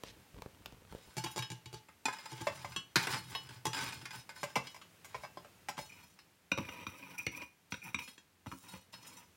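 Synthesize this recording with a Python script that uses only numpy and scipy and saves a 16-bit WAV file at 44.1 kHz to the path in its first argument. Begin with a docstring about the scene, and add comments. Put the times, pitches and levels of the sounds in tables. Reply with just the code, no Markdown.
"""In a small room with a soft hush, hands first tap, rustle and fumble, and a piece of charcoal crackles.
Tongs then rake glowing charcoal in a metal pan: it crunches and the steel arms shimmer and clink.
The pan's rim bumps an aluminium lid, the tongs strike the pan, the pan drags, lumps fall out.
Last, the tong tips scrape, squeal and knock on the lid as they spread the coals.
Blows are fading tones plus shaped noise; rubbing is a stream of tiny random contacts."""
import sys
import numpy as np
from scipy import signal
from scipy.fft import rfft, irfft, next_fast_len
from scipy.io import wavfile

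SR = 44100
rng = np.random.default_rng(int(sys.argv[2]) if len(sys.argv) > 2 else 0)


def wav_out(sig):
    """Save sig, one row per channel (or a flat mono array), as 16-bit PCM at SR to the path in sys.argv[1]."""
    wavfile.write(sys.argv[1], SR, np.round(np.clip(np.atleast_2d(sig).T, -1, 1) * 32767).astype(np.int16))


N = 412776
RING_TIME = np.arange(int(.6 * SR)) / SR   # seconds since a strike
MEDIUM_DB = -52   # stroke level at which a side effect has its own medium level
STROKE_ATTACK_S = 0.0081   # every stroke takes hold within this time
# Levels in the tables are before each sound's own trim and the room.


def from_db(db):
    """Turn decibels into a gain."""
    return 10 ** (np.asarray(db) / 20)


def rms_one(x):
    """Scale a signal to an rms of 1."""
    return x / np.sqrt(np.mean(x ** 2) + 1e-20)


def band(x, low_hz, high_hz):
    """Keep only the sound between two pitches."""
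    sos = signal.butter(2, [low_hz, min(high_hz, .45 * SR)], "band", fs=SR, output="sos")
    return signal.sosfilt(sos, x)


def coloured(x, colour):
    """Shape the balance of low and high sound with a colour table; rms 1."""
    size = next_fast_len(len(x))
    hz, db = np.transpose(colour)
    bins = np.maximum(np.arange(size // 2 + 1) * SR / size, 1)
    gain = from_db(np.interp(np.log(bins), np.log(hz), db))
    gain = gain * np.minimum(bins / hz[0], 1) ** 2   # fall away below the first pitch
    return rms_one(irfft(rfft(x, size) * gain, size)[:len(x)])


def drift(per_s):
    """Wander randomly through new values, per_s of them each second."""
    return np.interp(np.arange(N) / SR * per_s, np.arange(4096), rng.standard_normal(4096))


def dying(t60):
    """Fade by 60 dB in t60 seconds, like a ringing object."""
    return from_db(-60 * RING_TIME / t60)


def body(modes, colour, modes_db, ring_t60, bass_t60, crack_db, crack_t60):
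    """Make a struck object: separate tones, a dense noisy ring and a brief crack."""
    hz, db, t60 = np.reshape(modes, (-1, 3)).T
    partials = np.exp(2j * np.pi * hz[:, None] * RING_TIME) * dying(t60[:, None])

    def strike(free_db=0):
        """Each point of contact excites the tones differently; a body left free rings more clearly."""
        weights = from_db(db + modes_db + free_db + 2 * rng.standard_normal(len(db)))
        weights = weights * np.exp(2j * np.pi * rng.random(len(db)))   # random phases
        tones = (weights @ partials).imag
        dense = coloured(rng.standard_normal(len(RING_TIME)), colour)
        low_pass = signal.butter(2, 350, fs=SR, output="sos")
        bass = signal.sosfiltfilt(low_pass, dense, padtype=None)
        upper_fade = dying(ring_t60) + from_db(crack_db) * dying(crack_t60)
        return tones + bass * dying(bass_t60) + (dense - bass) * upper_fade
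    return strike


# Limits of the bass, middle, treble and top bands: pitch_hz
BAND_EDGES_HZ = [40, 400, 2000, 6000, 16000]


def blows(rows, strike, gain_db, bounce_db, top_db, top_follows):
    """A first contact and small bounces; thump sets the bass, hardness the treble and the top."""
    out = np.zeros(N + 2 * len(RING_TIME))
    attack = int(.02 * SR)   # the level is set over these first samples
    for s, level_db, thump_db, hard_db, chatter_ms, *free_db in rows:
        contact = np.zeros(int(abs(chatter_ms) * SR / 1000) + 2)
        bounces = (rng.random(size=6) * len(contact)).astype(int)
        contact[bounces] = from_db(bounce_db) * rng.standard_normal(size=6)
        contact[0] = 1
        sound = signal.fftconvolve(strike(*free_db), contact)[:len(RING_TIME)]
        start = int(s * SR)
        band_levels = (thump_db, 0, hard_db, top_db + top_follows * hard_db)
        for k, db in enumerate(band_levels):
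            part = band(sound, *BAND_EDGES_HZ[k:k + 2]) * (-1) ** k   # alternate signs join without a notch
            gain = from_db(level_db + db + gain_db) / np.std(part[:attack])
            out[start:start + len(part)] += part * gain
    return out[:N]


def slips(per_s, spread_db, surge_db):
    """Friction as tiny random contacts of uneven size that come in surges; rms 1."""
    sizes = from_db(spread_db * np.minimum(rng.exponential(1, N), 4)) * rng.choice([-1, 1], N)
    happens = rng.random(N) < per_s / SR
    return rms_one(sizes * happens * from_db(surge_db * drift(70)))


def rubbed(friction, strike, free_db=0, count=3):
    """Friction makes a body ring; the contact hops between spots, each with its own colour."""
    spot = np.argmax([drift(45) for _ in range(count)], axis=0)
    out = np.zeros(N)
    for k in range(count):
        response = strike(free_db)
        response = response / np.linalg.norm(response)
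        out += signal.oaconvolve(friction * (spot == k), response)[:N]
    return out


def strokes(rows, swell_db, release_t60):
    """Turn (start_s, length_s, level_db) rows into a loudness curve: attack, changing hold, release."""
    t, out = np.arange(N) / SR, np.zeros(N)
    for start, length, db in rows:
        near = (t > start) & (t < start + length + release_t60)
        age = t[near] - start
        swell = swell_db * (np.minimum(age / length, 1) - .5)
        release = -60 * np.maximum(age - length, 0) / release_t60
        out[near] += np.minimum(age / STROKE_ATTACK_S, 1) * from_db(db + swell + release)
    return out


def driven(rows, medium_db, follows):
    """Make a side effect of the strokes; its level moves by `follows` dB per dB of theirs."""
    return [(s, length, medium_db + follows * (db - MEDIUM_DB)) for s, length, db in rows]


# Loudness of the hush over time: time_s, level_db
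HUSH = [(0, -63), (.8, -65), (1.9, -66.5), (5.5, -63), (6.4, -68.5), (8.35, -70), (9.36, -66.5)]
# Balance of low and high sound in the hush: pitch_hz, level_db
ROOM_COLOUR = [(15, -66), (25, -34), (92, 4), (137, -5.5), (161, 1.5), (223, -5), (754, -11.5), (911, -9.5),
               (1020, -12), (2350, -12.5), (2550, -12.5), (3720, -17), (16000, -23)]


def background_hush():
    """Steady shaped noise whose level slowly rises and falls."""
    level = from_db(np.interp(np.arange(N) / SR, *np.transpose(HUSH)))
    return level * coloured(rng.standard_normal(N), ROOM_COLOUR)


# Dry handling taps, and one bright charcoal crackle at 0.659 s:
# start_s, level_db, thump_db, hardness_db, chatter_ms
TAPS_AND_CRACKLE = [(0.036, -48, -7, -8.5, 1.1), (0.421, -50, -4, -10.5, 1.93),
                    (0.461, -53.5, 4.5, -26, 0.95), (0.659, -63, -17, 15, 1.04), (0.724, -69, 16, -1, 16),
                    (0.925, -54.5, -3, -15, 2.9), (0.949, -55.5, 9, -15, 2.8)]
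# Balance of low and high sound in taps and fumbling: pitch_hz, level_db
TAP_COLOUR = [(29, -37), (50, 15.5), (507, 0.5), (678, -8.5), (927, -3.5), (1780, -20), (3250, -19),
              (10400, -44), (14500, -32), (16000, -41)]


def taps_and_crackle():
    """Dry taps, mostly dull, and one bright crackle: fast-fading noise with no separate ringing tones."""
    tap = body([], TAP_COLOUR, modes_db=0, ring_t60=0.049, bass_t60=0.022, crack_db=12.0, crack_t60=.008)
    return blows(TAPS_AND_CRACKLE, tap, gain_db=-1.5, bounce_db=-19.5, top_db=-3, top_follows=0.64)


# Light rustles of handling: start_s, length_s, level_db
RUSTLES = [(0.04, 0.068, -56.5), (0.91, 0.31, -77), (1.74, 0.05, -63)]


def rustling():
    """Many tiny contacts every second, kept to the upper middle pitches."""
    moving = strokes(RUSTLES, swell_db=-1.5, release_t60=0.043)
    return moving * rms_one(band(slips(3200, 3.0, 2.0), 1800, 5600))


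# Soft fumbling of hands: start_s, length_s, level_db
FUMBLES = [(0.05, 0.15, -59.5), (0.33, 0.064, -53.5), (0.53, 0.35, -64), (0.91, 0.026, -53),
           (1.06, 0.027, -61)]


def fumbling():
    """Low, soft rubbing with sparse dry ticks while the hands move."""
    moving = strokes(FUMBLES, swell_db=-3.0, release_t60=0.11)
    soft = rms_one(band(coloured(slips(540, 5.0, 1.2), TAP_COLOUR), 45, 860))
    ticks = rms_one(band(coloured(slips(59, 3.4, 2), TAP_COLOUR), 1240, 15000))
    return moving * (soft + from_db(-11) * ticks)


# Ringing tones of the pan: pitch_hz, level_db, fade_60db_s
PAN_MODES = [(134, -30, .3), (272, -15, 0.22), (575, -8, 0.055), (890, 4, 0.083), (997, -3.5, 0.075),
             (1023, -6, 0.14), (1270, -7, 0.074), (1511, -1, 0.099), (1610, -7.5, 0.16), (1700, -9.5, .12),
             (2114, -4.5, 0.11), (2470, 0, 0.058), (3460, -13, 0.14), (5010, -2.5, 0.13),
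             (5110, -11.5, 0.087), (7220, -2, 0.041)]
# Balance of low and high sound in the dense ring of pan and tong arms: pitch_hz, level_db
PAN_COLOUR = [(29, -32), (50, -20.5), (125, 7.5), (208, -1.5), (252, -1.5), (298, -3.5), (630, -18),
              (884, -2.5), (1150, -6), (1620, -4), (4450, -12), (5020, -9.5), (6390, -18.5), (8540, -16.5),
              (16000, -29.5)]


def pan_bowl():
    """The metal pan as the tongs hit or rub it."""
    return body(PAN_MODES, PAN_COLOUR, modes_db=0, ring_t60=0.18, bass_t60=0.12, crack_db=6, crack_t60=0.035)


# Strokes of the tongs through the coals in the pan: start_s, length_s, force_db
RAKE_STROKES = [(0.879, 0.46, -62.5), (1.167, 0.17, -74), (2.1, 0.25, -57), (2.348, 0.38, -53),
                (2.983, 0.056, -38.5), (3.086, 0.063, -39), (3.174, 0.13, -58), (3.295, 0.036, -46.5),
                (3.39, 0.18, -61), (3.739, 0.14, -38.5), (3.911, 0.13, -54), (4.121, 0.046, -48),
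                (4.345, 0.17, -59), (4.628, 0.039, -52.5), (5.068, 0.16, -62)]


def raking():
    """The tongs rub the pan, and the uneven contacts make the metal ring."""
    moving = strokes(RAKE_STROKES, swell_db=0.5, release_t60=0.14)
    scrape = rubbed(moving * slips(500, 3.85, 1.2), pan_bowl(), free_db=-3.5, count=5)
    return from_db(-2) * band(scrape, 160, 9900)


# The heap on the lid is pushed and settles: start_s, length_s, crunch_db
HEAP_SHIFTS = [(5.78, 0.044, -50.5), (5.86, 0.28, -72.5), (7.702, 0.009, -51.5), (7.98, 0.035, -55),
               (8.06, 0.053, -61), (8.46, 0.28, -59.5), (8.71, 0.043, -60), (8.92, 0.28, -61.5)]


def coal_motion():
    """Lumps grind whenever the pan is raked or the heap on the lid shifts."""
    in_pan = driven(RAKE_STROKES, medium_db=-58.5, follows=0.72)
    return strokes(in_pan + list(HEAP_SHIFTS), swell_db=1.5, release_t60=0.24)


# Balance of low and high sound in the crunch: pitch_hz, level_db
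CRUNCH_COLOUR = [(2500, -14.5), (5000, -4), (7500, -2.5), (10000, 0), (13000, -11.5), (15000, -1.5),
                 (16000, 4)]


def coal_crunch():
    """Moving lumps grind together in bright, strongly surging bits of noise."""
    return from_db(-3.5) * coal_motion() * coloured(slips(1800, 3.5, 4.5), CRUNCH_COLOUR)


# Ringing tones of the tongs' steel arms: pitch_hz, level_db, fade_60db_s
TONG_MODES = [(1092, -5.5, 0.12), (2687, 6.5, 0.1), (2967, 4.5, 0.18), (3290, 7, 0.16), (3805, 4.5, 0.19),
              (4140, -22, 0.13), (4305, 2.5, 0.18), (5150, 2.5, 0.14), (5510, -3, 0.069), (5950, 0.5, 0.13),
              (6780, -3, 0.22), (7393, 0, 0.11), (8270, -9, 0.19), (8700, -0.5, 0.06), (9000, -19, 0.15),
              (9400, -9, 0.14), (9460, -4, 0.12), (11050, -3.5, 0.16), (12600, -3, 0.068),
              (14360, -3.5, 0.081)]


def tong_arms():
    """The steel arms, held free so that their tones stand out."""
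    return body(TONG_MODES, PAN_COLOUR, modes_db=5.5, ring_t60=0.21, bass_t60=0.16,
                crack_db=9.5, crack_t60=0.037)


def arm_shimmer():
    """Moving coals keep the arms ringing in their high tones."""
    shimmer = rubbed(coal_motion() * slips(700, 2.5, 8.1), tong_arms(), free_db=2)
    return from_db(2.5) * band(shimmer, 4200, 18000)


# Ringing tones of rim and lid together: pitch_hz, level_db, fade_60db_s
RIM_MODES = [(124.8, 6, 0.17), (161, -3, 0.15), (338, -2.5, 0.094), (435.5, -8, 0.13), (868, 4.5, 0.18),
             (898, -4.5, 0.13), (1049, 1, 0.066), (1630, -10, 0.16), (2290, -3, 0.084), (2790, -13.5, 0.26),
             (2930, -11, 0.23), (3304, -6.5, 0.19), (3810, -5, 0.15), (4480, -9, 0.058), (4560, -2.5, .08),
             (5110, -3.5, 0.044), (5900, -8.5, 0.14), (6380, -26, .1), (6780, -9, .1), (7270, -9, .1),
             (7940, -31, 0.11), (8800, -8.5, 0.064), (9320, -10.5, 0.042)]
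# Balance of low and high sound in their dense ring: pitch_hz, level_db
RIM_COLOUR = [(29, -43), (50, -5), (135, 10.5), (198, -28), (450, -20.5), (711, -19), (842, -10),
              (1700, -14), (3330, -12.5), (3580, -15.5), (7040, -22.5), (16000, -33.5)]


def pan_rim():
    """The pan's rim against the lid, which booms."""
    return body(RIM_MODES, RIM_COLOUR, modes_db=2.5, ring_t60=0.23, bass_t60=0.071,
                crack_db=15.5, crack_t60=0.015)


# The pan's rim bumps the lid: start_s, level_db, thump_db, hardness_db, chatter_ms
PAN_BUMPS = [(1.168, -46.5, 6.5, -1, 16), (1.239, -47, 4, 1, 16.7), (1.361, -41.5, -5.5, -10, 25),
             (1.389, -50.5, 7, 5, 7.3), (1.502, -55, 9.5, 5.5, 16.7), (1.658, -69, 18.5, 16, 6.3),
             (1.729, -54.5, 7.5, -3, 24), (2.318, -55.5, 8, -3, 15.6), (2.411, -49, 3, -9, 14.3),
             (3.654, -37, -4.5, -8.5, 19)]


def rim_bumps():
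    """The rim knocks and bounces on the lid; each knock has a brief faint noisy onset."""
    rim = pan_rim()
    onset_s, onset_db = 0.011, -14   # length of the onset; dB relative to the bump's listed level
    onset_rows = [(s - onset_s, onset_s, db + onset_db) for s, db, *_ in PAN_BUMPS]
    onset_level = strokes(onset_rows, swell_db=5, release_t60=0.034)
    onsets = rubbed(onset_level * slips(2500, 2.5, 1.5), rim, count=1)
    return onsets + blows(PAN_BUMPS, rim, gain_db=-1.0, bounce_db=-3.5, top_db=1.0, top_follows=0.42)


# The tongs clink: start_s, level_db, thump_db, hardness_db, chatter_ms, free_ring_db
TONG_CLINKS = [(1.262, -41.5, -12, -17, 4.4, -4), (1.423, -46, -30, 2.5, 2.93, -3),
               (2.762, -39, -9, -1, 2.58, 4), (3.35, -36.5, -26, -11.5, 3.56, 2.5),
               (4.67, -64.5, -8, 17.5, 2.4, -10), (4.815, -55, -30, -5, 3.3, -6), (5.77, -58, 1, 0, 4, -7),
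               (6.189, -64, -20, 4, 1.8, -12), (8.077, -56.5, -3.5, 3, 8, -8),
               (8.179, -62.5, -2, 3.5, 2.1, -4), (8.93, -54, -8, 0.5, 12, -11),
               (9.048, -61, -17, -4, 6.6, -18)]


def tong_clinks():
    """Short contacts set the steel arms ringing; free_ring_db sets how clear their tones are."""
    return blows(TONG_CLINKS, tong_arms(), gain_db=-2.5, bounce_db=-8, top_db=-8, top_follows=0.59)


# The tongs strike the pan: start_s, level_db, thump_db, hardness_db, chatter_ms, free_ring_db
PAN_STRIKES = [(1.885, -54.5, -16, -18, 2.9, -1), (2.0545, -33, -9.5, 1, 4, 4),
               (2.083, -32, -22, -34, 10, 7), (2.127, -44, -30, -10, 12, 6), (2.186, -51.5, -29, 0, 7, 6),
               (2.256, -44, -35, -8, 6.9, 2), (2.72, -55, -21, 2, 6, 1), (2.9575, -27, -3, 1.5, 6.43, -6.5),
               (3.07, -34, -11, -10.5, 4.4, -10), (3.126, -42.5, 0, 4, 15, -15),
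               (3.158, -46, -3.5, 0, 11, -1), (3.49, -54, -2.5, 0.5, 17.5, -11),
               (3.732, -40.5, -24, 2, 17.5, 2), (3.767, -44, -21, 2, 7, 6), (3.924, -48, -16, 1.5, 7.3, 1),
               (4.055, -47.5, -28, 2.5, 10, -6), (4.107, -51.5, -9, 4.5, 8.1, 1),
               (4.292, -46.5, -28, -6, 14.8, 1.5), (4.362, -51.5, -23, -7, 16, 0)]


def pan_strikes():
    """The tongs hit the pan, and the pan rings after a brief chatter."""
    return blows(PAN_STRIKES, pan_bowl(), gain_db=-4.5, bounce_db=-6, top_db=-6, top_follows=0.32)


# The time during which the pan rests on the lid: start_s, end_s
PAN_RESTS_S = (2.3, 4.25)


def pan_drag():
    """While resting on the lid, the pan shifts with each rake stroke and makes a low rumble."""
    resting = [row for row in RAKE_STROKES if PAN_RESTS_S[0] < row[0] < PAN_RESTS_S[1]]
    dragging = strokes(driven(resting, medium_db=-56, follows=0.27), swell_db=6.0, release_t60=0.15)
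    rumble = rubbed(dragging * slips(500, 1.8, 2.4), pan_rim(), free_db=-4.5)
    return from_db(3) * band(rumble, 61, 360)


# Lumps of charcoal land on the lid: start_s, level_db, thump_db, hardness_db, chatter_ms
LUMP_FALLS = [(2.4695, -34.5, -7, -6.5, 6.77), (2.646, -47, -1.5, -4, 6), (4.431, -42, -3.5, -0.5, 9.8),
              (4.556, -34, -27, -3, 2.1), (4.563, -37.5, -1, -5, 4.34), (4.745, -57, -19, 0, 19.4),
              (5.046, -61, -21, 4.5, 16), (5.145, -43.5, -6.5, -7.5, 8.1), (5.235, -47, -10, -8, 15),
              (5.372, -50, -3.5, -7.5, 2.18), (5.447, -62, 2, -3.5, 1.98), (5.686, -43.5, -5, 0, 5.7),
              (5.779, -48.5, 3.5, -0.5, 12.1)]
# Ringing tones of the lid: pitch_hz, level_db, fade_60db_s
LID_MODES = [(133, -13, 0.19), (580, 2, 0.084), (642, -4, 0.071), (847, 8, 0.036), (1032, 5.5, 0.072),
             (1578, 1.5, 0.074), (2054, -8, 0.19), (2263, 2.5, 0.053), (2670, -17, 0.29), (5025, -9, 0.14),
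             (5594, -9, 0.093), (7010, -24, 0.22), (6930, -18, 0.4)]
# Balance of low and high sound in the lid's dense ring: pitch_hz, level_db
LID_COLOUR = [(29, -41), (50, -9.5), (138, -14), (284, -16.5), (572, -10), (783, -8), (1050, 0),
              (1430, -14.5), (1620, -14.5), (2440, -12.5), (3760, -20), (5020, -22.5), (6390, -22),
              (7040, -19.5), (16000, -27)]


def lump_falls():
    """Lumps clack and bounce on the lid, which rings briefly."""
    lid = body(LID_MODES, LID_COLOUR, modes_db=1, ring_t60=0.14, bass_t60=0.22, crack_db=3.0, crack_t60=0.062)
    return blows(LUMP_FALLS, lid, gain_db=-0.5, bounce_db=-5.5, top_db=-8, top_follows=2.54)


# Ringing tones of the tips pressed on the lid: pitch_hz, level_db, fade_60db_s
TIP_MODES = [(96.4, -7, 0.12), (192, -3, 0.14), (270.3, -3, 0.13), (331, -7, 0.13), (967, 1, 0.093),
             (2394, 7, 0.017), (2425, 2, 0.074), (2820, -10, 0.15), (3774, -5.5, 0.073), (5440, -6, 0.033),
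             (5770, -16, 0.24), (5900, -3.5, 0.049), (7780, -17, 0.078), (9050, -27.5, 0.16),
             (10870, -12.5, 0.077), (12400, -31, .1), (13500, -26, .1)]
# Balance of low and high sound in their dense ring: pitch_hz, level_db
TIP_COLOUR = [(40, -30), (75, 11.5), (300, 5.5), (420, -18), (540, 1), (660, -24), (830, -3.5), (1020, 0.5),
              (1300, -5), (1850, -11.5), (2450, -5), (3300, -13.5), (5800, -28.5), (6800, -27.5),
              (16000, -22)]


def tong_tips():
    """The tong tips pressed on the lid."""
    return body(TIP_MODES, TIP_COLOUR, modes_db=-1.5, ring_t60=0.098, bass_t60=0.11,
                crack_db=13, crack_t60=0.021)


# High resonances of the pressed tips: pitch_hz, width_hz, level_db
TIP_RESONANCES = [(5840, 240, 10), (7330, 160, 2), (8050, 130, -2), (8800, 180, 0.5), (9460, 200, 3.5),
                  (11150, 390, 3), (12400, 360, -1), (14000, 200, 2), (14500, 350, -3), (15500, 220, 3)]


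def zing(friction):
    """Grit under the pressed tips excites their damped high resonances."""
    out = np.zeros(N)
    for hz, width, db in TIP_RESONANCES:
        peak = signal.iirpeak(hz, hz / width, fs=SR)
        out += from_db(db) * signal.lfilter(*peak, friction)
    return out


# Strokes of the tips across the lid: start_s, length_s, scrape_db, squeal_db
TIP_STROKES = [(5.89, 0.15, -62.5, -60.5), (6.581, 0.26, -52, -61), (6.869, 0.28, -55.5, -60),
               (7.172, 0.041, -51.5, -47.5), (7.315, 0.11, -52, -50.5), (7.817, 0.08, -53.5, -50.5),
               (7.989, 0.034, -56, -52), (8.628, 0.14, -56, -88), (8.977, 0.25, -59, -85)]


def tip_strokes():
    """Sliding tips scrape, sticking tips squeal in a narrow band, and ash under them adds bright grit."""
    tip = tong_tips()
    sliding = [(s, length, db) for s, length, db, _ in TIP_STROKES]
    sticking = [(s, length, db) for s, length, _, db in TIP_STROKES]
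    scraping = strokes(sliding, swell_db=3.5, release_t60=0.11)
    scrape = rubbed(scraping * slips(1100, 2.9, 1.8), tip, free_db=-1)
    squealing = strokes(sticking, swell_db=-4.0, release_t60=0.11)
    squeal = squealing * rms_one(band(rubbed(slips(300, 2.8, 3.7), tip), 2100, 2660))
    gritty = strokes(driven(sticking, medium_db=-61, follows=.6), swell_db=-3, release_t60=0.38)
    grit = gritty * rms_one(zing(slips(2500, 2.6, 5.9)))
    return from_db(-1) * scrape + from_db(1.0) * squeal + grit


# The tong tips knock on the lid: start_s, level_db, thump_db, hardness_db, chatter_ms
TIP_KNOCKS = [(6.5165, -36, -1.5, 8, 4.03), (6.576, -40, 5.5, 0.5, 9.4), (6.688, -47.5, -4, 1.5, 3.94),
              (6.867, -49, 6, 9.5, 1.68), (7.2655, -40, 0, 6, 1.4), (7.418, -54.5, 1, 8.5, 10.5),
              (7.722, -44.5, 3.5, 5.5, 1.9), (7.741, -46, -2, -0.5, 2.66), (7.9445, -43.5, 1, 11.5, 1.497),
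              (7.988, -47.5, -22, 7, 5.9), (8.461, -49, 8.5, -5, 9.7), (8.516, -43, -2.5, -25, 22.4),
              (8.736, -52.5, 3, -14, 16)]


def tip_knocks():
    """The tips hit the lid and chatter briefly."""
    return blows(TIP_KNOCKS, tong_tips(), gain_db=-4.5, bounce_db=-3.5, top_db=-15.5, top_follows=0.033)


def room(x, wet_db, t60, wall_hz):
    """Add a short, dull tail of fading noise, as from scattered reflections."""
    tail = band(rng.standard_normal(len(RING_TIME)), 89, wall_hz) * dying(t60)
    tail = tail * (RING_TIME > .008)   # a short gap before the reflections
    return x + from_db(wet_db) * signal.fftconvolve(x, tail / np.linalg.norm(tail))[:N]


def scene():
    """All sources in the room, over its hush; thin metal radiates almost no deep bass."""
    dry_sounds = taps_and_crackle() + rustling() + fumbling()
    pan = raking() + rim_bumps() + pan_strikes() + pan_drag()
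    charcoal = coal_crunch() + lump_falls()
    tongs = arm_shimmer() + tong_clinks() + tip_strokes() + tip_knocks()
    high_pass = signal.butter(6, 60, "high", fs=SR, output="sos")
    metal = signal.sosfilt(high_pass, pan + charcoal + tongs)
    return (room(dry_sounds + metal, wet_db=-15.5, t60=0.3, wall_hz=8800) + background_hush())[None]


def record(dry):
    """Cut the top steeply above 15900 Hz."""
    return signal.sosfilt(signal.ellip(10, .1, 80, 15900, fs=SR, output="sos"), dry)


dry = scene()
out = record(dry)
wav_out(out)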